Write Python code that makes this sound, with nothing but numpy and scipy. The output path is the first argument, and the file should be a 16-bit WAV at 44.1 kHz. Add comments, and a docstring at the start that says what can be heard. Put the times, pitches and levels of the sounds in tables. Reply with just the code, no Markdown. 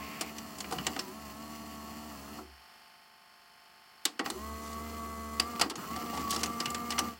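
"""A video cassette deck on a wooden floor stops and ejects its cassette, close by in a quiet room.
First a small DC motor unthreads the tape through a gear train, humming and whining as levers click.
From 2.4 s it rests and the head drum whirs on. At 4 s a latch snaps, and the motor frees the cassette.
After a short pause at 5.6 s it slides the carriage out, plastic rubbing on the guides, until 7.1 s.
Throughout, each impact excites the damped modes of the deck and the cabinet."""
import sys
import numpy as np
from scipy import signal
from scipy.fft import rfft, irfft, next_fast_len
from scipy.io import wavfile
from scipy.ndimage import uniform_filter1d, map_coordinates

SR = 44100
rng = np.random.default_rng(int(sys.argv[2]) if len(sys.argv) > 2 else 0)


def waveform_to_disk(signal):
    """Save audio, clipped to [-1, 1], as 16-bit WAV at the path in sys.argv[1]."""
    frames = np.transpose(np.atleast_2d(signal))
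    scaled = np.clip(frames, -1, 1) * 32767
    samples = np.round(scaled).astype(np.int16)
    wavfile.write(sys.argv[1], SR, samples)


N = 317079
TIME = np.arange(N) / SR

# Motor runs: unthread, release, slide out. All levels in the tables are relative.
# Each row: on and off in seconds, then hum, gear rumble, sliding friction and brush hiss in dB.
RUNS = [(-0.3, 2.395, -51.5, -48, -48.5, -54.5), (4.24, 5.64, -49, -51.5, -55, -52),
        (5.76, 7.09, -49, -48.5, -52.5, -51.5)]
# Shaft speed moving the tape, and the cassette. Each row: time in seconds, rotation rate in Hz.
TAPE_SPEED = [(0.0, 71.6), (0.04, 71.3), (0.38, 74.96), (0.67, 68.33), (0.79, 67.86), (0.92, 76.4),
              (1.07, 63.6), (1.14, 71.5), (1.19, 74.44), (1.31, 70.33), (1.43, 74.7), (1.6, 75.13),
              (1.87, 73.23), (2.08, 75.94), (2.19, 67.78), (2.37, 75.25), (2.55, 67.9)]
CASSETTE_SPEED = [(4.24, 60.15), (4.43, 72.4), (4.46, 73.44), (4.9, 75.96), (5.23, 74.6), (5.39, 74.75),
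                  (5.5, 79.4), (5.59, 77), (5.62, 75.16), (5.85, 69.4), (5.96, 77.1), (6.0, 79.0),
                  (6.28, 74.82), (6.42, 77.37), (6.88, 79.41), (6.95, 77.6), (7.06, 79.76), (7.19, 74.0)]
# Harmonics of the hum. Each row: multiple of the shaft rate, level in dB.
UNTHREAD_ORDERS = [(2, -15.5), (3, 3), (4, -1.5), (5, -16), (6, -22), (7, -14.5), (8, -21.5), (9, -6),
                   (10, -8), (11, -14), (12, -8), (13, -13), (16, -28), (18, -10.5), (24, -13)]
EJECT_ORDERS = [(3, 1), (4, -15.5), (5, -14), (6, -6.5), (7, -14), (9, -5), (12, -12), (13, -20), (14, -21),
                (16, -11.5), (17, -8), (18, -14.5), (21, -14.5), (23, -18), (24, -25), (27, -8.5)]
# Drive load, rotor shake and gear whine, one list a run. Each row: time in seconds, level in dB.
LOAD = [
    [(0.0, -50), (0.58, -52.5), (0.85, -47), (1.14, -54.5), (1.93, -53), (2.29, -55), (2.34, -51),
     (2.4, -56.5)],
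    [(4.24, -32), (4.308, -49), (4.958, -47.5), (5.274, -50.5), (5.456, -46.5), (5.6, -45)],
    [(5.76, -46.5), (6.11, -45), (6.562, -46), (6.96, -47), (7.1, -44.5)],
]
SHAKE = [
    [(0.0, -57), (0.06, -56), (0.19, -85), (0.25, -66), (0.55, -64.5), (0.9, -52), (1.08, -77),
     (1.24, -53.5), (1.36, -62), (2.54, -57.5), (2.58, -66)],
    [(4.3, -67), (4.418, -48.5), (4.476, -47), (4.556, -46.5), (4.596, -54.5), (4.746, -49), (5.442, -48),
     (5.58, -67), (5.608, -52), (5.696, -61), (5.72, -66)],
    [(5.8, -67), (5.964, -48), (6.032, -62), (6.156, -50.5), (6.464, -51), (6.524, -60), (6.63, -71),
     (6.724, -52.5), (6.882, -60), (6.972, -49.5), (7.15, -60)],
]
WHINE = [
    [(0.0, -48.5), (0.25, -57), (0.41, -58), (0.68, -57.5), (0.81, -55), (1.9, -53), (2.26, -60.5),
     (2.36, -60)],
    [(4.36, -55), (4.442, -44.5), (4.62, -49.5), (4.786, -43.5), (4.916, -57), (4.982, -43.5), (5.294, -47),
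     (5.38, -44)],
    [(5.8, -53), (5.91, -40), (6.068, -46.5), (6.322, -36), (6.382, -46), (6.478, -41.5), (6.964, -42),
     (6.986, -40.5), (7.102, -43.5), (7.14, -52)],
]
# Broad spectra of gears, sliding plastic, brushes, impacts and drum.
# Each row: frequency in Hz, level in dB.
GEAR_SPECTRUM = [(29, -35), (50, -29), (76, -4), (110, -10), (223, 2.5), (300, -9.5), (427, -10),
                 (573, -15), (722, -8.5), (999, -13.5), (1200, -5.5), (1470, -35.5), (2000, -42),
                 (4400, -68)]
SLIDE_SPECTRUM = [(820, -33), (1400, -22), (1470, -9), (1810, 3.5), (2800, 1.5), (3780, -7), (4430, -2),
                  (7950, -7.5), (8870, -14), (10900, -3.5), (11800, -30), (12400, -4), (15000, 5)]
BRUSH_SPECTRUM = [(880, -21), (1500, -29), (1900, -29), (2000, -24), (2160, -7), (2790, -12.5), (3600, -7),
                  (4260, -9), (8010, -11), (10000, -8.5), (12800, -18.5), (14200, -37.5), (15800, -1.5)]
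IMPACT_SPECTRUM = [(100, -16), (250, 1.5), (500, -2), (4500, 1.5), (6200, -0.5), (8000, -3), (10000, -1),
                   (13000, -8), (16000, -11)]
DRUM_SPECTRUM = [(29, -56), (50, -12.5), (251, -7), (270, -14.5), (352, -7.5), (493, -16), (878, -3.5),
                 (991, -14), (1060, -4), (2600, -11.5), (3070, -9), (3910, -15.5), (5220, -12),
                 (5750, -19.5), (15800, -21.5)]
# Resonances of motor can, cabinet, tape deck and drum housing.
# Each row: centre in Hz, width in Hz, peak in dB.
CAN_MODES = [(4270, 110, 17), (6010, 83, 17), (7200, 920, 10), (8120, 140, 14), (11110, 430, 9.5),
             (12700, 870, 18.5), (14630, 170, 0.5), (15620, 150, -5)]
CABINET_MODES = [(301, 28, 9.5), (377, 45, 6), (484, 36, -0.5), (740, 35, 2.5), (1100, 150, 0.5),
                 (1334, 55, 18.5)]
DECK_MODES = [(320, 113, 10.5), (479, 50, 9.5), (759, 120, 11.5), (885, 120, 3.5), (1154, 340, 11),
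              (1930, 230, 5), (2910, 380, 6.5), (3790, 270, -6), (4500, 3500, 9), (7740, 1500, 8)]
HOUSING_MODES = [(775, 260, 3.5), (2110, 1200, 5), (3050, 200, 2.5), (3660, 140, 6), (3780, 280, -8.5),
                 (4460, 640, 9.5), (5350, 180, 8.5), (9770, 280, 5.5)]
# Impacts of levers, cams and latches. Each row: start in seconds, snap in dB, thud in dB,
# snap tilt in dB per octave, the part's resonance in Hz, contact decay by 60 dB in seconds.
CLICKS = [(0.21, -29, -34.5, 3, 700, 0.049), (0.383, -38, -64, 2, 6000, .024),
          (0.584, -42, -53, 4, 7160, 0.045), (0.6043, -33, -45.5, 1.5, 6816, 0.038),
          (0.643, -36, -39.5, -11, 2370, 0.021), (0.71, -41, -39, 2, 790, 0.029),
          (0.7234, -36.5, -30, 3.5, 724, 0.08), (0.7839, -32, -40, -7, 3020, .016),
          (0.867, -23.5, -34.5, 0, 7310, .025), (0.9635, -36.5, -34.5, -2.5, 1900, .02),
          (0.9912, -29, -50, -1, 5320, 0.062), (2.385, -60, -41, 7, 1340, .04),
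          (4.053, -19, -35, 3, 3700, 0.022), (4.193, -29.5, -29, -4.5, 1920, .045),
          (4.26, -32.5, -34.5, -3, 693, 0.019), (4.301, -30.5, -35, 4, 4170, 0.027),
          (5.398, -18, -33.5, 1, 4790, 0.021), (5.5962, -30.5, -34.5, -0.5, 4760, .028),
          (5.613, -19, -23.5, 0, 4730, .03), (5.698, -34, -49, 1, 764, 0.052),
          (5.71, -40, -34, -9.5, 1350, 0.037), (5.7556, -38, -40, 0.5, 6590, 0.057),
          (5.961, -38.5, -38, 0.5, 730, .035), (6.175, -37.5, -37, -4, 5390, .028),
          (6.3062, -29.5, -51, 9, 5210, .034), (6.324, -33, -37, -9.5, 5280, .028),
          (6.3615, -29.5, -36, 2, 5334, 0.025), (6.4324, -25.5, -34.5, 2.5, 6000, 0.052),
          (6.459, -34.5, -40, 1.5, 6840, 0.033), (6.6017, -27.5, -37.5, -0.5, 5100, 0.036),
          (6.657, -27.5, -44, -2.5, 2845, .028), (6.7028, -34.5, -55, 6, 7025, .023),
          (6.746, -31.5, -40.5, 0, 7200, .032), (6.905, -28.5, -39, 1.5, 5306, 0.044),
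          (6.921, -34, -44, -2.5, 1980, 0.034), (6.981, -27.5, -51.5, -7.5, 5970, 0.027),
          (6.989, -23, -31, 3, 5940, .039)]
# Bands of the thud and the snap. Each row: lower and upper edge in Hz.
CLICK_BANDS = [(150, 1500), (1500, 17000)]
# Reverberation of cabinet and room. Each row: frequency in Hz, decay by 60 dB in seconds.
RING_T60 = [(200, 0.4), (500, 0.24), (1200, 0.16), (3000, 0.11), (8000, 0.17), (15000, 0.18)]
# Dragging parts. Each row: start and end in seconds, level in dB, resonance in Hz.
RUBS = [(0, 0.308, -50.5, 2260), (0, 0.182, -57, 1080), (0.723, .83, -43, 188), (2.103, 2.167, -55, 1058),
        (2.235, 2.299, -57, 1230), (5.779, 5.87, -47, 1200), (6.125, 6.192, -41.5, 785),
        (6.143, 6.23, -44, 241), (6.332, 6.384, -45, 790), (6.672, 6.7, -42.5, 180.6)]
# The cassette scraping its guides, and a panel groaning as the drive's load changes.
# Each row: start and end in seconds, level in dB.
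SCRAPES = [(4.62, 4.744, -54), (6.13, 6.225, -49.5), (6.291, 6.365, -37.5), (6.371, 6.426, -45.5)]
GROANS = [(1.0, 1.133, -51), (2.394, 2.511, -58.5), (4.313, 4.387, -45)]
# Whir of the head drum. Each row: time in seconds, level in dB.
DRUM_LEVEL = [(2.6, -57.5), (2.758, -57), (3.118, -60.5), (4.0, -59)]
# Faint tones of the drum. Each row: frequency in Hz, level in dB.
DRUM_TONES = [(699.8, -71.5), (882.9, -69), (1050, -73)]

FREE_LOAD_DB, STRAIN_RANGE_DB = -49, 4  # gears run freely up to this load, judder fully this far above
SWITCH_S, SPIN_UP_S, COAST_S, SHAKE_HOLD_S = 0.023, 0.15, 0.043, 0.2
CRUISE_HZ, HUM_DB_PER_HZ = 77.4, 0.5
GEAR_TEETH, DRUM_HZ = 15, 25


def drive(run, speed_curve, orders):
    """Rotating machinery: shaft speed sets the pitch of a run, and load its roughness."""
    on, off, hum_db, rumble_db, slide_db, brush_db = RUNS[run]
    speed = curve(speed_curve)
    mean_hz = speed.mean()
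    load_db = curve(LOAD[run]) - FREE_LOAD_DB
    strain = np.clip(load_db / STRAIN_RANGE_DB, 0, 1)
    turns = np.cumsum(speed * (1 + 0.00151 * wobble(25))) / SR
    shaft = 2 * np.pi * turns
    hum = amp(hum_db + 0.064 * load_db) * motor_hum(shaft, speed, orders, strain)
    whine = amp(curve(WHINE[run])) * gear_whine(shaft, strain)
    shake = amp(curve(SHAKE[run])) * partial(shaft, 0.99, strain)  # rotor unbalance, about once a turn
    rumble = amp(rumble_db + load_db) * gear_rumble(turns, mean_hz, strain)
    sliding = amp(slide_db + 1.2 * load_db) * sliding_plastic(turns, mean_hz, strain)
    hiss = amp(brush_db) * brush_hiss(turns, mean_hz)
    power = envelope(on, off, SWITCH_S)
    spin_up = np.clip((TIME - on) / SPIN_UP_S, 0, 1) ** 2
    running = power * (spin_up * (hum + whine) + rumble + sliding + hiss)
    shaking = envelope(on, off + SHAKE_HOLD_S, SPIN_UP_S) * shake
    return running + shaking + loose_ticks(strain * power)


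def motor_hum(shaft, speed, orders, strain):
    """Periodic forces on a three-pole rotor give harmonics; judder weakens the highest most."""
    smear_db = 2 * strain / GEAR_TEETH
    hum = sum(amp(db - smear_db * order) * partial(shaft, order, strain) for order, db in orders)
    return amp(HUM_DB_PER_HZ * (speed - CRUISE_HZ)) * hum


def gear_whine(shaft, strain):
    """Teeth meet at the mesh frequency; their unevenness modulates the tone into sidebands."""
    sidebands = amp(-13 + 3.3 * strain) * wobble(260) * np.sin(GEAR_TEETH * shaft)
    return partial(shaft, GEAR_TEETH, strain / 2) + sidebands


def gear_rumble(turns, turn_hz, strain):
    """Forced vibration: teeth knock hardest once a turn and drive the cabinet's modes."""
    rattle_db = (1.7 + 0.83 * strain) * wobble(70)
    knock_db = 1.5 * np.cos(2 * np.pi * turns)
    teeth = roughness(turns, turn_hz, repeat=0.11 * (1 - strain)) * amp(knock_db + rattle_db)
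    return unit(coloured(teeth, GEAR_SPECTRUM, CABINET_MODES))


def sliding_plastic(turns, turn_hz, strain):
    """Dry friction: tiny uneven slips excite the upper modes of the deck."""
    surface = roughness(turns, turn_hz, repeat=0.76 * (1 - strain))
    slips = surface * amp(2.3 * wobble(350) + 1.5 * wobble(50))
    return unit(coloured(slips, SLIDE_SPECTRUM, DECK_MODES[5:]))


def brush_hiss(turns, turn_hz):
    """Sliding contact: brushes scrape over the commutator gaps and the motor can resonates."""
    gaps_db = 0.8 * np.cos(4 * np.pi * turns)
    scrape = roughness(turns, turn_hz, repeat=0.5) * amp(gaps_db + 1.4 * wobble(500))
    return unit(coloured(scrape, BRUSH_SPECTRUM, CAN_MODES))


def click(snap_db, thud_db, tilt_db, own_hz, decay_s, seat_s, own_db, own_q, ring_db, panel_db):
    """Impact excitation: a part chatters as it seats; deck and cabinet ring on in free decay."""
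    t = np.arange(SR // 3) / SR
    contact = rng.standard_normal(len(t)) * amp(-60 * np.maximum(t - seat_s, 0) / decay_s)
    hz, frame_s, noise = signal.stft(rng.standard_normal(len(t)), SR, nperseg=256)
    # the low panel modes hold most of the ring
    share_db = along([(350, panel_db), (2500, ring_db), (12000, ring_db - 20)], hz)[:, None]
    fall_db = 60 * frame_s / along(RING_T60, hz)[:, None]
    tail = signal.istft(noise * amp(share_db - fall_db), SR, nperseg=256)[1][:len(t)]
    modes = DECK_MODES + [(own_hz, own_hz / own_q, own_db)]
    out = np.zeros(len(t))
    for band, db, tilt in zip(CLICK_BANDS, (thud_db, snap_db), (0, tilt_db)):
        # a harder contact tilts the snap towards the treble
        spectrum = [(f, level + tilt * np.log2(f / band[0])) for f, level in IMPACT_SPECTRUM]
        bandpass = signal.butter(4, band, "bandpass", fs=SR, output="sos")
        part = signal.sosfilt(bandpass, coloured(contact + tail, spectrum, modes))
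        peak_rms = np.sqrt(uniform_filter1d(part ** 2, size=176).max())  # over 4 ms
        out += amp(db) * part / peak_rms
    return out


def levers():
    """Transients: each lever, cam and latch strikes at its own moment."""
    out = np.zeros(N + SR)
    for start_s, *impact in CLICKS:
        blow = click(*impact, seat_s=0.0036, own_db=9.5, own_q=10.2, ring_db=-4, panel_db=3)
        out[round(start_s * SR):][:len(blow)] += blow
    return amp(-1) * out[:N]


def loose_ticks(strain, per_second=28):
    """Rattle: under strain, loose teeth and guides collide at random moments."""
    out = np.zeros(N + SR)
    for when, softness, pitch in rng.random((int(per_second * N / SR), 3)):
        start = int(when * N)
        if strain[start] > 0.1:
            tick = click(snap_db=0, thud_db=0, tilt_db=-1.5, own_hz=2000 + 4000 * pitch, decay_s=0.017,
                         seat_s=0.001, own_db=6, own_q=8.9, ring_db=-7, panel_db=-12)
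            out[start:][:len(tick)] += amp(-47 - 5.3 * softness) * strain[start] * tick
    return out[:N]


def drag(start, end, db, hz, q, grit_db):
    """Stick-slip friction: a dragging part feeds irregular pulses into one resonance."""
    slips = rng.standard_normal(N) * amp(grit_db * wobble(300))
    b, a = signal.iirpeak(hz, q, fs=SR)
    rub = signal.lfilter(b, a, signal.lfilter(b, a, slips))
    stroke = np.clip(np.minimum(TIME - start, TIME[-1] * 0 + end - TIME) / 0.0067, 0, 1)
    return amp(db) * stroke * rub / np.sqrt(np.average(rub ** 2, weights=stroke + 1e-9))


def dragging_parts():
    """Bandwidth sets timbre: a wide resonance rasps, a very wide one scrapes, a narrow one groans."""
    rasps = sum(drag(*row, q=2.05, grit_db=-0.5) for row in RUBS)
    scrapes = sum(drag(*row, hz=5000, q=0.8, grit_db=3.8) for row in SCRAPES)
    groans = sum(drag(*row, hz=374.6, q=38, grit_db=2.2) for row in GROANS)
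    return rasps + scrapes + groans


def head_drum():
    """Amplitude modulation: the drum's motor pulls 2 and 6 times a turn, so its bearing noise buzzes."""
    turns = DRUM_HZ * TIME + 0.0004 * wobble(3)
    angle = 2 * np.pi * turns
    pull_db = 1.5 * np.cos(2 * angle) + 0.94 * np.cos(6 * angle)
    buzz = roughness(turns, DRUM_HZ, repeat=0.7) * amp(pull_db)
    whir = amp(curve(DRUM_LEVEL) + 0.5) * unit(coloured(buzz, DRUM_SPECTRUM, HOUSING_MODES))
    tones = sum(amp(db + 2 + 0.7 * wobble(7.2)) * np.sin(2 * np.pi * hz * TIME + 0.21 * wobble(6))
                for hz, db in DRUM_TONES)
    return whir + tones


def partial(shaft, order, strain):
    """Random modulation broadens one multiple of the shaft rate, more so under strain."""
    depth = np.sqrt(order / GEAR_TEETH)
    waver = 0.18 * (1 + strain) * depth
    flutter_db = (0.67 + 0.85 * strain) * depth
    phase = order * shaft + rng.uniform(0, 2 * np.pi) + waver * wobble(60)
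    return np.sqrt(2) * amp(flutter_db * wobble(45)) * np.sin(phase)


def roughness(turns, turn_hz, repeat):
    """Surface noise of a rotating part: the share `repeat` of its power recurs on every turn."""
    track = rng.standard_normal(int(SR / turn_hz))
    periodic = map_coordinates(track, [turns % 1 * len(track)], mode="grid-wrap")
    return np.sqrt(repeat) * periodic + np.sqrt(1 - repeat) * rng.standard_normal(N)


def coloured(x, spectrum, modes):
    """Minimum-phase filtering by a broad spectrum with resonant peaks on it."""
    size = 2 * next_fast_len(len(x) // 2 + 4096)
    hz = np.fft.rfftfreq(size, 1 / SR)
    peaks_db = sum(peak / (1 + (2 * (hz - f) / width) ** 2) for f, width, peak in modes)
    gain = amp(np.maximum(along(spectrum, hz) + peaks_db, -100))
    cepstrum = irfft(np.log(gain))
    cepstrum[1:size // 2] *= 2  # folding the cepstrum makes the response causal
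    cepstrum[size // 2 + 1:] = 0
    return irfft(rfft(x, size) * np.exp(rfft(cepstrum)))[:len(x)]


def envelope(on, off, attack_s):
    """A linear rise, a hold and an exponential decay as the motor coasts."""
    return np.clip((TIME - on) / attack_s, 0, 1) * np.exp(-np.maximum(TIME - off, 0) / COAST_S)


def wobble(rate):
    """Smooth random modulation through `rate` knots a second."""
    knots = rng.standard_normal(int(N * rate / SR) + 4)
    steps = np.arange(0, len(knots) - 1, 1 / 8)
    return np.interp(TIME * rate, steps, map_coordinates(knots, [steps]))


def curve(points):
    """Linear interpolation of (seconds, value) points at every sample."""
    return np.interp(TIME, *np.transpose(points))


def along(points, hz):
    """Interpolation of (Hz, value) points on a logarithmic frequency axis."""
    f, values = np.transpose(points)
    return np.interp(np.log(hz + 1), np.log(f + 1), values)


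def amp(db):
    """Decibels to amplitude ratio."""
    return 10 ** (np.asarray(db) / 20)


def unit(x):
    """Normalisation to rms 1."""
    return x / np.sqrt(np.mean(x ** 2) + 1e-20)


def scene():
    """Superposition of three motor runs, drum, friction and impacts in one channel."""
    unthread = drive(0, TAPE_SPEED, UNTHREAD_ORDERS)
    release = drive(1, CASSETTE_SPEED, EJECT_ORDERS)
    slide_out = drive(2, CASSETTE_SPEED, EJECT_ORDERS)
    return (unthread + release + slide_out + head_drum() + dragging_parts() + levers())[None]


def record(dry):
    """Soft saturation rounds the tallest peaks, and a band limit removes the highest treble."""
    ceiling, top_hz = 0.33, 15900
    rounded = dry / (1 + (dry / ceiling) ** 4) ** 0.25
    size = next_fast_len(N + SR // 2)
    passband = np.fft.rfftfreq(size, 1 / SR) < top_hz
    return irfft(rfft(rounded, size) * passband, size)[..., :N]


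dry = scene()
out = record(dry)
waveform_to_disk(out)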